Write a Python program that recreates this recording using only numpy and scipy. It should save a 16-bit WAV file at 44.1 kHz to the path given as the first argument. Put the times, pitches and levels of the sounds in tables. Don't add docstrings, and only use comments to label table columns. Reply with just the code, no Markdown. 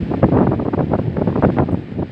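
import sys
import numpy as np
from scipy import signal
from scipy.fft import rfft, irfft
from scipy.io import wavfile
from scipy.ndimage import uniform_filter1d, minimum_filter1d

SR = 44100
rng = np.random.default_rng(int(sys.argv[2]) if len(sys.argv) > 2 else 0)


def generate_wav(sig):
    pcm = np.round(np.clip(np.atleast_2d(sig).T, -1, 1) * 32767).astype(np.int16)
    wavfile.write(sys.argv[1], SR, pcm)


N = 93051


def undb(db):
    return 10 ** (np.asarray(db) / 20)


def unit(x):
    return x / np.sqrt(np.mean(x ** 2) + 1e-18)


def curve(rows):
    time_s, value = np.array(rows).T
    return np.interp(np.arange(N) / SR, time_s, value)


def colour(x, points):
    freq_hz, density_db = np.array(points).T
    bin_hz = np.maximum(np.fft.rfftfreq(N, 1 / SR), 1)
    gain_db = np.interp(np.log(bin_hz), np.log(freq_hz), density_db)
    return unit(irfft(rfft(x) * undb(gain_db), N))


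def walk(rate_hz):
    hold = max(int(SR / rate_hz), 2)
    steps = np.repeat(rng.standard_normal(N // hold + 1), hold)
    smooth = uniform_filter1d(uniform_filter1d(steps, hold), hold)
    return unit(smooth)[:N]


PORT_HZ, PORT_Q = 96, 0.71


def port(x):
    g = np.pi * PORT_HZ / SR
    poles = [1 + g / PORT_Q + g * g, 2 * (g * g - 1), 1 - g / PORT_Q + g * g]
    return signal.lfilter([1, -2, 1], poles, x)


EDDIES_PER_CYCLE = 1.7
EDDY_SPREAD_OCT, EDDY_SCATTER_DB = .15, 3.5
EDDY_SHARPNESS = 1
EDDY_BASS_SHARE = 0.35
GUST_EDGE = 3.5


def gust(t, length_s, cutoff_hz, count=120):
    slip, turn = rng.random((2, count))
    scale, strength = rng.standard_normal((2, count))
    when_s = (np.arange(count) - count / 2 + slip) / (EDDIES_PER_CYCLE * cutoff_hz)
    width_s = 2 ** (EDDY_SPREAD_OCT * scale) / (2 * np.pi * cutoff_hz)
    swell = 1 / np.sqrt(1 + np.abs(2 * when_s / length_s) ** (2 * GUST_EDGE))
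    push = np.sign(turn - .5) * undb(EDDY_SCATTER_DB * strength) * swell
    near = np.abs(when_s) < length_s + 1 / cutoff_hz
    age = (t - when_s[near, None]) / width_s[near, None]
    pulses = push[near] @ (1 + age ** 2) ** -EDDY_SHARPNESS
    bass_pole = np.exp(-2 * np.pi * EDDY_BASS_SHARE * cutoff_hz / SR)
    x = signal.lfilter([1, -1], [1, -bass_pole], pulses)
    x = port(x) * signal.windows.tukey(len(t), .5)
    return x * np.sqrt(length_s * SR / (np.sum(x ** 2) + 1e-18))


# [centre_s, length_s, relative_level_db, eddy_cutoff_hz]
GUST_TABLE = [(0.02, 0.03, -20, 130), (0.118, 0.011, -15, 300), (0.143, 0.009, -15, 410),
              (0.238, 0.014, -7, 490), (0.246, 0.029, -9, 160), (0.288, 0.008, -15, 280),
              (0.323, 0.006, -10, 330), (0.346, 0.024, -13, 370), (0.368, 0.006, -9, 320),
              (0.374, 0.005, -10, 520), (0.386, 0.008, -11, 410), (0.418, 0.033, -13, 410),
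              (0.445, 0.012, -18, 350), (0.473, 0.007, -9, 470), (0.493, 0.006, -16, 230),
              (0.519, 0.009, -12, 410), (0.538, 0.018, -17, 430), (0.599, 0.006, -18, 490),
              (0.622, 0.014, -21, 290), (0.661, 0.013, -17, 370), (0.685, 0.012, -15, 340),
              (0.74, 0.013, -14, 460), (0.779, 0.009, -15, 300), (0.794, 0.009, -16, 500),
              (0.807, 0.006, -12, 410), (0.824, 0.014, -18, 310), (0.921, 0.018, -21, 370),
              (0.939, 0.007, -12, 420), (0.949, 0.02, -15, 380), (0.992, 0.009, -15, 390),
              (1.077, 0.012, -15, 170), (1.171, 0.006, -18, 510), (1.188, 0.014, -15, 290),
              (1.22, 0.012, -14, 310), (1.278, 0.011, -12, 330), (1.296, 0.022, -20, 380),
              (1.328, 0.005, -21, 440), (1.359, 0.008, -14, 450), (1.385, 0.018, -15, 300),
              (1.426, 0.004, -12, 560), (1.438, 0.009, -9, 460), (1.45, 0.006, -8, 580),
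              (1.463, 0.018, -11, 210), (1.492, 0.014, -15, 310), (1.503, 0.004, -16, 500),
              (1.573, 0.009, -16, 430), (1.586, 0.005, -12, 610), (1.6, 0.013, -10, 450),
              (1.624, 0.026, -16, 320), (1.692, 0.009, -17, 370), (1.728, 0.012, -15, 300),
              (1.745, 0.008, -17, 320), (1.996, 0.016, -17, 210), (2.028, 0.011, -18, 370)]
GUST_DB = 1


def gusts(size=6144):
    out = np.zeros(N + 2 * size)
    t = (np.arange(size) - size // 2) / SR
    for centre_s, length_s, level_db, cutoff_hz in GUST_TABLE:
        start = int(centre_s * SR) + size // 2
        out[start:start + size] += undb(level_db + GUST_DB) * gust(t, length_s, cutoff_hz)
    return out[size:size + N]


# [time_s, level_db]
BREEZE_LEVEL = [(0, -30.5), (.08, -24), (.35, -17), (.55, -17.5), (.7, -28), (.85, -21.5), (1.15, -21),
                (1.5, -22), (1.75, -21.5), (1.87, -32), (2, -23), (2.11, -35.5)]
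# [freq_hz, density_db]
BREEZE_SPECTRUM = [(20, -36), (45, -13), (90, 3.5), (160, 5), (300, 1.5), (500, -11.5), (900, -22),
                   (2000, -75)]
BREEZE_EDDIES_PER_S, BREEZE_SCATTER_DB = 700, 3.5


def breeze():
    arrivals = rng.random(N) < BREEZE_EDDIES_PER_S / SR
    strength = undb(BREEZE_SCATTER_DB * rng.standard_normal(N))
    eddies = arrivals * rng.choice([-1, 1], N) * strength
    return colour(eddies, BREEZE_SPECTRUM) * undb(curve(BREEZE_LEVEL))


# [freq_hz, density_db]
FIRE_SPECTRUM = [(200, -0.5), (900, -2.5), (1800, 3.5), (2500, -1), (3200, -5), (4800, -13.5),
                 (6200, -27.5), (8500, -31.5), (9300, -52.5), (15500, -54)]
# [time_s, level_db]
FIRE_LEVEL_CURVE = [(0, -43.5), (.5, -45), (1, -45.5), (1.5, -43.5), (1.75, -45.5), (1.9, -47.5),
                    (2.11, -46.5)]
CRACKS_PER_S, CRACK_SCATTER_DB = 3000, 3.0
CRACK_DB, ROAR_DB = -7.5, -4.5
FLARE_HZ, FLARE_DB = 25, 0.83
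SCATTER_S, SCATTER_SHARE = .004, 0.64


def fire():
    cracks = (rng.random(N) < CRACKS_PER_S / SR) * rng.choice([-1, 1], N)
    cracks = cracks * undb(CRACK_SCATTER_DB * np.minimum(rng.exponential(size=N), 6))
    tail = rng.standard_normal(N) * np.exp(-np.arange(N) / SR / SCATTER_S)
    smear = signal.fftconvolve(cracks, tail / np.linalg.norm(tail))[:N]
    cracks = cracks + SCATTER_SHARE * smear
    roar = rng.standard_normal(N)
    blaze = undb(CRACK_DB) * unit(cracks) + undb(ROAR_DB) * roar
    level_db = curve(FIRE_LEVEL_CURVE) + FLARE_DB * walk(FLARE_HZ)
    return colour(blaze, FIRE_SPECTRUM) * undb(level_db)


# [start_s, decay_s, centre_hz, width_hz, onset_level_db]
TICK_SETTINGS = (1.716, .018, 8300, 1100, -61)


def tick():
    start_s, decay_s, centre_hz, width_hz, level_db = TICK_SETTINGS
    age_s = np.arange(N) / SR - start_s
    edges_hz = [centre_hz - width_hz / 2, centre_hz + width_hz / 2]
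    band = signal.butter(1, edges_hz, "band", fs=SR, output="sos")
    hiss = unit(signal.sosfilt(band, rng.standard_normal(N)))
    return undb(level_db) * hiss * (age_s > 0) * np.exp(-np.abs(age_s) / decay_s)


def scene():
    return (gusts() + breeze() + fire() + tick())[None]


FADE_S, TOP_HZ = .008, 15700


def record(dry):
    size = 128
    gain = minimum_filter1d(1 / np.maximum(np.abs(dry), 1), 2 * size)
    gain = uniform_filter1d(uniform_filter1d(gain, size), size)
    fade = np.sin(np.pi / 2 * np.minimum(np.arange(N) / SR / FADE_S, 1)) ** 2
    top_cut = signal.ellip(8, .2, 70, TOP_HZ, fs=SR, output="sos")
    return signal.sosfilt(top_cut, dry * gain * fade)


dry = scene()
out = record(dry)
generate_wav(out)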